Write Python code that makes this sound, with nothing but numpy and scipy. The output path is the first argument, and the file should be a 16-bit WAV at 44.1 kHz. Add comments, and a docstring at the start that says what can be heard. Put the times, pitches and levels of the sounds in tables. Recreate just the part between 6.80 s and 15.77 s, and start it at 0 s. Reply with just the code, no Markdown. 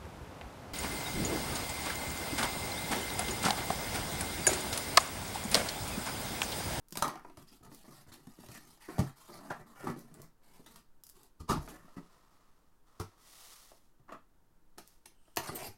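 """Tape pops under a knife first: a cardboard case stands on a desk in a small room. Its flaps are folded back, the
case is tipped over, pulled off a stack of wrapped boxes and dropped beside the desk. The stack is pushed away, a
second case slides forward, judders to a stop, and the knife stabs its tape and slits along the seam. Blows and
slips of friction are bursts of tiny random forces that ring modes of air and panels; the room answers each spot
with a desk bounce and a diffuse tail, over steady air noise and a faint computer hum."""
import sys
import numpy as np
from scipy import signal
from scipy.fft import rfft, irfft
from scipy.io import wavfile

SR = 44100
rng = np.random.default_rng(int(sys.argv[2]) if len(sys.argv) > 2 else 0)


def unload_wav(signal):
    """Save mono or channel-first audio to the path in sys.argv[1] as 16-bit WAV at rate SR, clipped to [-1, 1]."""
    wavfile.write(
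        sys.argv[1],
        SR,
        np.round(np.clip(np.atleast_2d(signal).T, -1, 1) * 32767).astype(np.int16),
    )


N = 395577
TIME = np.arange(N) / SR
# clock in seconds of one short event
AGE = TIME[:SR * 2 // 5]
# samples from the start of a blow's sound to its landing
LANDING = SR // 50

# Bright spectrum of cracks and chattering edges. Each row: frequency in Hz, gain in dB.
CRACK_COLOUR = [(1200, -1.5), (2300, 0), (3600, -3), (4700, 2.5), (7300, -1), (9500, 1), (12500, 0),
                (16000, -8.5)]


def pops():
    """Tape gives way under the knife point with a short, bright crack."""
    # The point bursts through taut tape. Each row: landing in seconds, thump frequency in Hz,
    # thump level in dB, panel frequency in Hz, panel level in dB, crack level in dB.
    pop_rows = [(0.125, 150, -50, 696, -65, -49), (0.1556, 152, -58, 968, -49.5, -49),
                (0.173, 169.4, -45.5, 970, -46.5, -39), (0.2244, 201.5, -44, 1123, -30, -33.5),
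                (8.572, 375, -40, 745, -36.5, -35)]
    contact_s = 0.0012
    return played((s, blow(contact_s, *colour)) for s, *colour in pop_rows)


def lid_ring(s=.2255, level_db=-33):
    """The lid, freed of its tape, springs up and rings in a few damped modes."""
    # Ring of the taut lid. Each row: frequency in Hz, relative level in dB, decay time T60 in seconds.
    lid_modes = [(1060, -2, 0.37), (1206, 4.5, 0.17), (1280, 0.5, 0.24)]
    out = np.zeros(N)
    for hz, db, t60 in lid_modes:
        ring = rng.choice([-1, 1]) * np.sin(2 * np.pi * hz * AGE) * dying(t60)
        add(out, s, from_db(level_db + db) * ring)
    return out


def rattling(s, level_db, fading_db_per_s, panel_hz, hollow_db, hiss_db):
    """Loose cardboard chatters in clumps of slips that fade as it comes to rest."""
    t, start_s = AGE - AGE[LANDING], .04
    fading = (t > 0) * from_db(-fading_db_per_s * t)
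    slips = fading * friction(per_s=2000, spread_db=5, clump_db=7, clump_hz=70)
    sound = scrape(slips, start_s, level_db + hollow_db, panel_hz, level_db, level_db + hiss_db,
                   CRACK_COLOUR, hollow_hz=280, focus_db=11.5, flutes_db=-0.5)
    return played([(s, sound)])


def slitting():
    """The blade tears in coarse jerks through tape and paper, and drives mainly the lid's lower modes."""
    # The blade pulled along the tape. Each row: start in seconds, length in seconds, hollow level in dB,
    # panel frequency in Hz, board level in dB, rasp level in dB.
    slit_rows = [(8.584, 0.018, -48, 825, -47, -57), (8.63, 0.031, -64, 930, -52.5, -50.5),
                 (8.67, 0.018, -66, 800, -49, -47), (8.715, 0.027, -47.5, 593, -53, -56.5),
                 (8.75, 0.018, -51, 650, -55, -51), (8.776, 0.043, -51.5, 695, -48.5, -50.5),
                 (8.825, 0.049, -52.5, 700, -54.5, -48.5)]
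    # Spectrum of the rasp at the blade. Each row: frequency in Hz, gain in dB.
    rasp_colour = [(1200, 2), (2200, 7), (3600, -4.5), (4600, 1), (6000, -1), (7400, -1.5), (8900, 0),
                   (11000, -2), (13000, -5), (16000, -16)]

    def slit(length, colour):
        slips = stroke(length) * friction(per_s=9000, spread_db=1.0, clump_db=3, clump_hz=110)
        return scrape(slips, length, *colour, rasp_colour, hollow_hz=410, focus_db=17, flutes_db=-10)

    return played((s, slit(length, colour)) for s, length, *colour in slit_rows)


def landings(rows):
    """Cardboard comes down and rocks back once, more softly."""
    rebound_s, rebound_loss_db, rebound_contact_s = 0.01, 4, 0.0064
    first = played((s, blow(seconds, *colour)) for s, seconds, *colour in rows)
    again = played((s + rebound_s, blow(rebound_contact_s, *colour, thump_db=-6.5))
                   for s, _, *colour in rows)
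    return first + from_db(-rebound_loss_db) * again


def boom(s=4.7, hz=39, level_db=-36, t60=0.59, swell_s=0.0069):
    """The empty case falls flat and pushes out a deep puff of air, a damped low sine."""
    out = np.zeros(N)
    puff = np.sin(2 * np.pi * hz * AGE) * (1 - np.exp(-AGE / swell_s)) * dying(t60)
    add(out, s, from_db(level_db) * puff)
    return out


def fall():
    """The empty case hits the floor and its flaps rattle out, coloured by lying below the desk."""
    # It falls edge first, then flat. Each row: landing in seconds, contact time in seconds, thump frequency
    # in Hz, thump level in dB, panel frequency in Hz, panel level in dB, crack level in dB (before colouring).
    fall_rows = [(4.602, 0.0063, 78, -50, 1270, -60.5, -58.5),
                 (4.696, 0.015, 163, -36.5, 970, -33.5, -37.5),
                 (4.717, 0.0068, 176, -39.5, 1190, -36.5, -42.5)]
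    # Colour of sound from below the desk. Each row: frequency in Hz, gain in dB.
    below_desk = [(70, 7.5), (140, 2), (260, 5.5), (520, 2.5), (800, -2.5), (1220, 2), (1450, -2.5),
                  (1900, -7), (3400, -2), (7000, -2.5), (13000, -4.5)]
    flaps = rattling(s=4.74, level_db=-48.5, fading_db_per_s=173, panel_hz=920, hollow_db=-11, hiss_db=-16.5)
    return boom() + coloured(landings(fall_rows) + flaps, below_desk)


def thumps():
    """Dull, low thuds, some soft touches and some the deep part of harder blows, move mainly the case's air."""
    # Each row: landing in seconds, thump frequency in Hz, thump level in dB.
    thump_rows = [(0.574, 89, -55), (0.619, 148, -60), (.72, 260, -62.5), (0.811, 86, -61.5),
                  (.875, 129, -57), (0.917, 280, -55.5), (1.081, 212, -53), (1.276, 98, -57),
                  (1.471, 214, -49), (1.588, 255, -53), (1.689, 118, -50), (1.836, 229, -69),
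                  (2.192, 273, -36), (3.042, 372, -43.5), (3.082, 172, -42.5), (3.101, 235, -41),
                  (3.163, 320, -47.5), (3.399, 143, -54), (3.795, 265, -56), (4.762, 141, -37.5),
                  (4.779, 75, -39), (4.924, 320, -55), (5.045, 230, -62), (7.198, 138.7, -64),
                  (8.575, 96, -49), (8.691, 158, -44), (8.882, 100, -50.5)]
    return played((s, blow(0.0034, thump_hz=hz, thump=db, panel_hz=713, panel=db - 16,
                           crack=db - 23.5, thump_cycles=12.5))
                  for s, hz, db in thump_rows)


def taps():
    """Light, hard contacts of flap edges, nails and blade ring the panels."""
    # Each row: landing in seconds, panel level in dB, crack level in dB.
    tap_rows = [(0.249, -44, -60), (0.265, -42.5, -63), (0.28, -41, -45), (.294, -47.5, -67),
                (0.336, -51.5, -73), (0.357, -49.5, -59), (0.449, -53.5, -69), (0.499, -57.5, -68.5),
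                (0.573, -59, -61.5), (0.866, -65, -77), (.917, -65.5, -72), (1.05, -63.5, -76),
                (1.471, -72, -66.5), (1.637, -56, -73), (1.687, -58.5, -62), (1.75, -61, -58.5),
                (1.975, -72, -72), (2.494, -61, -75), (2.59, -57.5, -66), (3.1, -47, -59),
                (3.864, -62.5, -60.5), (3.96, -71, -58.5), (4.877, -52, -63), (5.081, -64, -82),
                (6.918, -62, -69.5), (7.983, -55, -54), (8.259, -63.5, -54.5), (8.478, -68.5, -94),
                (8.69, -43, -76)]
    return played((s, blow(0.0027, thump_hz=330, thump=db - 4, panel_hz=900, panel=db, crack=crack))
                  for s, db, crack in tap_rows)


def judder():
    """The base of the sliding case sticks and slips on the desk until it stops."""
    # Each row: landing in seconds, panel level in dB.
    judder_rows = [(7.283, -62), (7.293, -53.5), (7.307, -56.5), (7.323, -48), (7.339, -54.5), (7.348, -56)]
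    return played((s, blow(0.0045, thump_hz=308, thump=db - 7.5, panel_hz=1070, panel=db,
                           crack=db - 15, crack_hz=2580))
                  for s, db in judder_rows)


def handling():
    """Skin, flaps and boxes drag unevenly over the cardboard."""
    # Each row: start in seconds, length in seconds, hollow level in dB, panel frequency in Hz,
    # board level in dB, hiss level in dB.
    rub_rows = [(0.175, 0.043, -55, 1000, -53, -65), (0.412, 0.17, -65.5, 1130, -78, -76.5),
                (0.574, 0.053, -62.5, 1110, -66.5, -65), (0.668, 0.1, -72, 905, -74, -65.5),
                (0.828, 0.04, -60, 790, -61, -64), (0.896, 0.059, -62.5, 800, -70.5, -63.5),
                (.965, 0.067, -75, 700, -73.5, -65.5), (1.043, 0.11, -65.5, 930, -65.5, -64.5),
                (1.131, 0.09, -64, 1050, -66.5, -63), (1.266, 0.039, -63, 1200, -67, -67),
                (1.318, 0.027, -60.5, 990, -63.5, -57.5), (1.368, 0.085, -65, 850, -72, -72),
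                (1.483, 0.12, -70, 900, -72, -68), (1.588, 0.077, -62.5, 850, -70, -62),
                (1.687, 0.089, -61.5, 840, -62.5, -57), (1.8, 0.079, -67, 750, -70, -65.5),
                (1.871, 0.082, -70.5, 804, -72, -64.5), (1.997, 0.14, -75, 1100, -65, -62),
                (2.094, 0.097, -56.5, 870, -56, -63), (2.209, 0.091, -63, 755, -58.5, -62),
                (2.358, 0.14, -77, 1070, -65.5, -63), (2.489, 0.093, -55.5, 810, -56, -61),
                (2.599, 0.12, -55, 800, -56, -64.5), (2.734, 0.08, -60, 680, -61, -70),
                (2.799, 0.021, -53.5, 715, -58.5, -72), (2.86, 0.1, -62.5, 830, -63.5, -69.5),
                (2.96, 0.091, -60, 920, -53.5, -63), (3.038, 0.075, -49, 805, -51.5, -61),
                (3.164, 0.047, -59, 805, -67, -64), (3.21, 0.098, -61.5, 770, -69.5, -74),
                (3.314, 0.078, -58.5, 950, -67, -73), (3.386, 0.075, -62.5, 965, -65, -68.5),
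                (3.618, 0.18, -72, 860, -70.5, -70), (3.79, 0.058, -68.5, 800, -76, -72),
                (3.862, 0.13, -65.5, 970, -69.5, -66), (4.343, 0.12, -70, 840, -72, -68.5),
                (4.798, 0.068, -56.5, 850, -62, -62), (4.884, 0.024, -56.5, 1220, -58, -55),
                (4.911, 0.056, -60.5, 850, -58, -65), (4.964, 0.091, -65, 1000, -65.5, -76),
                (7.976, 0.017, -59, 696, -65.5, -59.5)]
    # Spectrum of the hiss at the rubbed surface. Each row: frequency in Hz, gain in dB.
    hiss_colour = [(1200, -1), (2200, 3.5), (3300, 1), (4600, 2.5), (6200, 1), (7500, 1.5), (10000, 2),
                   (12500, 1.5), (16000, -11.5)]

    def rub(length, colour):
        slips = stroke(length) * friction(per_s=7000, spread_db=2.5, clump_db=3.0, clump_hz=49.4)
        return scrape(slips, length, *colour, hiss_colour, hollow_hz=184, focus_db=-2.5, flutes_db=0.0)

    return played((s, rub(length, colour)) for s, length, *colour in rub_rows)


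def creak(length, lower_hz, lower, upper_hz, upper):
    """Quick slips ring two resonances of a cut edge, which shift as the edge bends."""
    width, wander, wander_hz = 0.053, .03, 25.8  # shares of the pitch; how fast it wanders
    slips = stroke(length) * friction(per_s=2500, spread_db=1, clump_db=4.5, clump_hz=147)
    slips = through(slips, room())
    edge = 0
    for hz, db in ((lower_hz, lower), (upper_hz, upper)):
        ring = signal.lfilter(*signal.iirpeak(hz, 1 / width, fs=SR), slips)
        edge = edge + from_db(db) * rms_one(ring, length)
    bent = AGE + np.cumsum(wander * wobble(wander_hz)) / SR
    return np.interp(bent, AGE, edge)


def creaks():
    """Edges of cardboard or tape catch on each other, the boxes, the desk and the blade."""
    # Each row: start in seconds, length in seconds, lower resonance in Hz, its level in dB,
    # upper resonance in Hz, its level in dB.
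    creak_rows = [(0.673, 0.015, 1830, -82, 4840, -66.5), (1.316, 0.012, 1750, -64, 4160, -63),
                  (1.731, 0.033, 1810, -59, 5800, -66), (2.006, 0.056, 1910, -63, 4430, -71),
                  (2.271, 0.01, 1790, -59, 4500, -75), (2.516, 0.068, 1840, -69, 4300, -62.5),
                  (2.701, 0.0072, 1637, -44, 2360, -75), (3.857, 0.013, 2020, -67, 3780, -63),
                  (7.314, 0.021, 1810, -61, 2540, -69.5), (8.335, .22, 2980, -82.5, 8440, -81.5),
                  (8.673, 0.015, 4350, -55, 9700, -52), (8.747, 0.0075, 8800, -50, 13300, -48),
                  (8.829, 0.041, 4900, -58.5, 12000, -52)]
    return played((s, creak(*colour)) for s, *colour in creak_rows)


def ticks():
    """Small snaps of tape, film and blade, too light to move the case."""
    # Each row: landing in seconds, level in dB.
    tick_rows = [(0.085, -59.5), (0.1078, -56), (0.185, -45), (0.24, -56), (0.9477, -53), (3.1923, -54.5),
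                 (3.342, -56), (3.4184, -52.5), (4.237, -50.5), (4.2677, -53), (4.292, -56), (4.298, -52.5),
                 (4.433, -58.5), (8.0762, -55.5), (8.562, -42.5)]
    # Spectrum of a snap. Each row: frequency in Hz, gain in dB.
    tick_colour = [(500, -10.5), (1500, -4.5), (3000, -6.5), (5000, 5), (8000, 6), (12000, 8.5), (16000, 3)]

    def snap(db):
        force = contact(seconds=0.0011, per_s=3500, snap=2.2, rise_s=0.00037)
        return from_db(db) * rms_one(coloured(through(force, room()), tick_colour), .005)

    return played((s, snap(db)) for s, db in tick_rows)


def slide(pushes, colour, skew, speed_power):
    """A flat base glides over the desk: fine slips merge into a hush that swells and sinks with speed."""
    level = np.zeros(N)
    for s, length, db in pushes:
        speed = np.abs(np.sin(np.pi * np.linspace(0, 1, int(length * SR)) ** skew))
        add(level, s, from_db(db) * speed ** speed_power)
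    slips = friction(per_s=5800, spread_db=-4.0, clump_db=1.17, clump_hz=23.2, size=N)
    return level * rms_one(coloured(slips, colour))


def blow(seconds, thump_hz, thump, panel_hz, panel, crack, thump_cycles=12, thump_db=0.0, crack_hz=7000,
         hollow_db=-4, spot_db=-10, spot_cycles=20):
    """A blow pumps the air in the case, rings its panels, most of all where it hits, and cracks on contact."""
    attack_s = .02
    space = room()
    force = through(contact(max(seconds, .001), per_s=9000, snap=2.1, rise_s=.0013), space)
    hollow, walls = cardboard(force, force, thump_hz, panel_hz, focus_db=10.5, flutes_db=-9.5,
                              seconds=attack_s)
    pump = butter(through(swing(thump_hz, thump_cycles), space), [0.44 * thump_hz, 600], "band")
    low = rms_one(pump, attack_s) + from_db(hollow_db) * hollow
    spot = rms_one(through(swing(panel_hz, spot_cycles), space), attack_s)
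    walls = walls + from_db(spot_db) * spot
    # a blow that cracks little is a soft contact, so its crack is duller too
    dull = np.exp(-2 * np.pi * crack_hz * from_db(1.1 * (crack - panel)) / SR)
    high = signal.lfilter([1], [1, -dull], coloured(force, CRACK_COLOUR))
    return (from_db(thump + thump_db) * rms_one(low, attack_s)
            + from_db(panel) * walls
            + from_db(crack) * rms_one(high, attack_s))


def contact(seconds, per_s, snap, swell=0.45, rise_s=0.0012):
    """Grainy force of one blow: it swells up briefly, then dies away; a short contact snaps harder."""
    t = AGE - AGE[LANDING]
    grains = (rng.random(len(AGE)) < per_s / SR) * rng.standard_normal(len(AGE))
    rise = .5 + .5 * np.tanh(t / (swell * seconds + rise_s))
    force = grains * rise * np.exp(-np.maximum(t, 0) / seconds)
    force[LANDING] = snap * min(1, 0.0031 / seconds) ** 2
    return force


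def swing(hz, cycles):
    """One damped swing that starts as the blow lands and falls 60 dB in the given cycles."""
    t = np.maximum(AGE - AGE[LANDING], 0)
    return rng.choice([-1, 1]) * np.sin(2 * np.pi * hz * t) * np.exp(-np.log(1000) * t * hz / cycles)


def scrape(slips, length, hollow, panel_hz, board, hiss, surface, hollow_hz, focus_db, flutes_db):
    """Fine slips hiss at the surface; with coarser jolts they shake the case. Every spot rings differently."""
    catch_hollow_db, catch_panel_db = -1, -6  # jolts against the fine slips
    spot = room()
    fine = through(rms_one(slips, length), spot)
    jolts = through(catches(length), spot)
    push = fine + from_db(catch_hollow_db) * jolts
    force = fine + from_db(catch_panel_db) * jolts
    air, walls = cardboard(push, force, hollow_hz, panel_hz, focus_db, flutes_db, length)
    rustle = rms_one(past_hand(coloured(fine, surface)), length)
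    return from_db(hollow) * air + from_db(board) * walls + from_db(hiss) * rustle


def stroke(length):
    """Effort of one stroke of hand or blade: it builds up, holds and lets go."""
    attack_s = 0.0014 + 0.034 * length  # long strokes build up more slowly
    release_s = 0.01
    t = np.maximum(AGE - AGE[LANDING], 0)
    return (1 - np.exp(-t / attack_s)) * np.exp(-np.maximum(t - length, 0) / release_s)


def friction(per_s, spread_db, clump_db, clump_hz, size=len(AGE)):
    """Tiny slips of uneven size, coming in clumps as the surface catches and lets go."""
    sizes = from_db(spread_db * np.minimum(rng.exponential(1, size), 5)) * rng.choice([-1, 1], size)
    clumps = from_db(clump_db * np.clip(wobble(clump_hz, size), -2, 2))
    return (rng.random(size) < per_s / SR) * sizes * clumps


def catches(length, count=24):
    """A dragged edge catches on the flutes: jolts at uneven gaps, the first as the stroke begins."""
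    mean_gap_s, spread_db = .028, 2
    gaps = mean_gap_s * rng.uniform(.3, 1.7, count)
    at = np.cumsum(gaps) - gaps[0]
    sizes = from_db(rng.normal(0, spread_db, count)) * rng.choice([-1, 1], count)
    jolts = np.zeros(len(AGE))
    jolts[LANDING + (at[at < length] * SR).astype(int)] = sizes[at < length]
    return rms_one(jolts, length)


def past_hand(x):
    """The bounce off a moving hand sweeps soft peaks through the hiss."""
    typical_delay_s, wander, wander_hz, echo = .00024, 0.27, 8.3, 0.35  # wander and echo are shares
    delay = typical_delay_s * np.exp(wander * wobble(wander_hz))
    return x + echo * np.interp(AGE - delay, AGE, x)


def cardboard(push, force, hollow_hz, panel_hz, focus_db, flutes_db, seconds, off_centre_db=7):
    """A push moves the air, a force bends the panels: modes over the dead, broad response of fluted board."""
    # Air and walls of the case. 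Each row: frequency in Hz, relative level in dB, decay time T60 in seconds,
    # the first two being middle values that vary by chance.
    hollow_modes = [(108, -16, 0.11), (137.5, -0.5, 0.17), (168, 0, 0.13), (215, -7, 0.053),
                    (230, -2, 0.14), (304, 8, 0.021), (366, -1, 0.061), (422.4, -4.5, 0.076)]
    # Bending modes of the panels, with the same columns: Hz, dB, seconds.
    panel_modes = [(510, -8.5, 0.013), (608, -5, 0.046), (586, -9.5, 0.036), (703, 1.5, 0.024),
                   (804, -3, 0.022), (930, -3.5, 0.017), (933, -7, 0.032), (1100, -12.5, 0.0081),
                   (1097, -9, 0.044), (1221, 0, 0.029), (1332, -9, 0.045), (1362, -9.5, 0.03),
                   (1786, -9, 0.052), (1930, -7, 0.038), (2290, -14.5, 0.025), (2900, -16, 0.014)]
    # Broad response of the fluted board. Each row: frequency in Hz, gain in dB before the off-centre loss.
    flute_colour = [(200, -28), (450, 0), (650, 4.5), (1200, 2), (1550, -1.5), (2100, -2), (2900, -7),
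                    (5000, -17)]
    lowest_hz = min(0.55 * hollow_hz, 300)
    air = butter(through(push, ringing(hollow_modes, hollow_hz, focus_db=5.0)), lowest_hz, "high")
    walls = butter(through(force, ringing(panel_modes, panel_hz, focus_db)), 460, "high")
    # the loss is in dB per octave away from the panel's frequency
    board = coloured(force, [(hz, db - off_centre_db * abs(np.log2(hz / panel_hz))) for hz, db in flute_colour])
    dead_air = butter(push, [lowest_hz, 400], "band")
    low = rms_one(air, seconds) + from_db(flutes_db) * rms_one(dead_air, seconds)
    mid = rms_one(walls, seconds) + from_db(flutes_db) * rms_one(board, seconds)
    return rms_one(low, seconds), rms_one(mid, seconds)


def ringing(modes, centre_hz, focus_db):
    """Damped modes, random in sign, level and tuning; positive focus favours those near the contact's pitch."""
    hz, level_db, t60 = np.transpose(modes)[:, :, None]
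    off_centre = np.sqrt(np.abs(np.log2(hz / centre_hz)))
    level_db = level_db - focus_db * off_centre + rng.normal(0, 1.0, hz.shape)
    hz = hz * rng.normal(1, .017, hz.shape)  # the grip detunes them
    strength = rng.choice([-1, 1], hz.shape) * from_db(level_db)
    return np.sum(strength * np.sin(2 * np.pi * hz * AGE) * dying(t60), axis=0)


def room(wet_db=-3.5, build_s=0.0012, desk_db=-9, desk_s=.0016):
    """Response from one spot: direct sound, a bounce off the desk, a diffuse tail that dies band by band."""
    # Reverberation of the small room. Each row: frequency in Hz, decay time T60 in seconds.
    room_t60 = [(130, 0.17), (1200, 0.22), (4000, 0.26), (11000, 0.19)]
    edges = np.geomspace(80, 18000, 6)
    white, tail = rng.standard_normal((2, len(AGE))), 0
    for k, band in enumerate(zip(edges, edges[1:])):
        t60 = at_hz(room_t60, np.sqrt(np.prod(band)))
        tail = tail + butter(white[k % 2], band, "band") * dying(t60)
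    tail = tail * (1 - np.exp(-AGE / build_s))
    response = from_db(wet_db) * tail / np.sqrt(np.sum(tail ** 2))
    response[0] += 1
    # each spot has its own distance to the desk: half to double the delay
    response[int(desk_s * rng.uniform(.5, 2) * SR)] += from_db(desk_db)
    return response / np.sqrt(np.sum(response ** 2))


def room_tone():
    """Steady air noise, a slow deep rumble and a faint computer hum, each at a fixed rms level."""
    # Faint hum of a computer. Each row: frequency in Hz, rms level in dB.
    hum_tones = [(170, -88), (316, -88), (917, -88.5)]
    # Spectrum of the air noise. Each row: frequency in Hz, gain in dB.
    air_colour = [(20, 15), (80, 0), (350, -5), (600, -11), (1400, -12.5), (2200, -23), (5000, -25.5),
                  (16000, -25.5)]
    air_db, rumble_db = -68, -63
    hum = sum(from_db(db) * np.sqrt(2) * np.sin(2 * np.pi * (hz * TIME + rng.random()))
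              for hz, db in hum_tones)
    # the first second lets the slow filters settle
    rumble = butter(butter(rng.standard_normal(N + SR), [4, 11], "band"), 41, "low")[SR:]
    air = coloured(rng.standard_normal(N), air_colour)
    return hum + from_db(rumble_db) * rms_one(rumble) + from_db(air_db) * rms_one(air)


def from_db(db):
    """Decibels to gain."""
    return 10 ** (np.asarray(db) / 20)


def rms_one(x, seconds=None):
    """Scale to rms 1, over the whole sound or over the first moments after a blow lands."""
    head = x if seconds is None else x[LANDING:LANDING + int(seconds * SR)]
    return x / np.sqrt(np.mean(head ** 2) + 1e-24)


def at_hz(points, hz):
    """Read a table on a log-frequency axis."""
    f, value = np.transpose(points)
    return np.interp(np.log(np.maximum(hz, 1)), np.log(f), value)


def through(x, response):
    """Pass a sound through an impulse response."""
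    return signal.fftconvolve(x, response)[:len(x)]


def butter(x, hz, kind):
    """Butterworth filter, two poles per edge."""
    return signal.sosfilt(signal.butter(2, hz, kind, fs=SR, output="sos"), x)


def coloured(x, spectrum, size=2048):
    """Causal (minimum-phase) filter with the given spectrum."""
    gain = from_db(at_hz(spectrum, np.arange(size // 2 + 1) * SR / size))
    cepstrum = irfft(np.log(gain))
    # folding the cepstrum forward makes the response causal
    cepstrum[1:size // 2] *= 2
    cepstrum[size // 2 + 1:] = 0
    return through(x, irfft(np.exp(rfft(cepstrum))))


def dying(t60):
    """Exponential decay by 60 dB in t60 seconds."""
    return np.exp(-np.log(1000) * AGE / t60)


def wobble(hz, size=len(AGE)):
    """Slow chance, noise below the given frequency, with a spread of 1."""
    return rms_one(butter(rng.standard_normal(size), hz, "low"))


def add(out, s, sound):
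    """Mix a sound in at time s."""
    start = int(s * SR)
    out[start:start + len(sound)] += sound[:N - start]


def played(blows):
    """Lay out (s, sound) pairs so that each blow lands, or each stroke starts, at its time."""
    out = np.zeros(N)
    for s, sound in blows:
        add(out, s - AGE[LANDING], sound)
    return out


def scene():
    """All the work on and beside the desk, heard in one room."""
    # A case or the stack lands on the desk. Each row: landing in seconds, contact time in seconds, thump
    # frequency in Hz, thump level in dB, panel frequency in Hz, panel level in dB, crack level in dB.
    landing_rows = [(2.087, 0.0089, 320, -43.5, 1490, -52, -66), (2.183, 0.0028, 296, -41, 900, -43.5, -54),
                    (2.191, 0.0045, 139, -25, 635, -41, -45.5),
                    (2.706, 0.0033, 144, -45.5, 657, -38.5, -52), (3.07, 0.0041, 255, -39, 877, -40.5, -54),
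                    (5.168, 0.012, 213, -43, 1040, -57, -65.5),
                    (6.2, 0.003, 100.2, -37.5, 800, -46.5, -49.5)]
    # Pushes of the stack over the desk. Each row: start in seconds, length in seconds, dB at top speed.
    stack_pushes = [(5.0, 1.12, -67), (6.06, 0.82, -69)]
    # Pushes of the second case, with the same columns: seconds, seconds, dB.
    case_pushes = [(6.31, 0.98, -56), (7.97, 0.38, -70.5), (8.36, 0.41, -77)]
    # Spectrum of the sliding stack. Each row: frequency in Hz, gain in dB.
    stack_colour = [(100, -12), (210, -4), (280, -8), (500, -6.5), (800, -6), (1000, -2), (1250, 0),
                    (1550, -13.5), (1850, -9.5), (2200, -16.5), (5000, -16), (12000, -23), (16000, -29)]
    # Spectrum of the sliding case, with the same columns: Hz, dB.
    case_colour = [(150, -10), (450, 4.5), (900, 8), (1270, 11.5), (1600, 2.5), (1950, 9), (2400, 2.5),
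                   (3300, 7.5), (5800, 9), (7400, 6), (9500, 7), (12500, 4), (16000, -1)]
    lid = rattling(s=.235, level_db=-42.0, fading_db_per_s=132.0, panel_hz=1247, hollow_db=-5.0, hiss_db=-16.5)
    knife = pops() + lid + lid_ring() + slitting()
    knocks = landings(landing_rows) + fall() + thumps() + taps() + judder() + ticks()
    stack = slide(stack_pushes, stack_colour, skew=0.39, speed_power=1.06)
    case = slide(case_pushes, case_colour, skew=0.65, speed_power=3.6)
    return (knife + knocks + handling() + creaks() + stack + case + room_tone())[None]


def record(dry):
    """A steep elliptic low-pass cuts the top above 16 kHz."""
    cutoff_hz = 16000
    return signal.sosfilt(signal.ellip(10, .2, 80, cutoff_hz, fs=SR, output="sos"), dry)


dry = scene()
out = record(dry)
unload_wav(out)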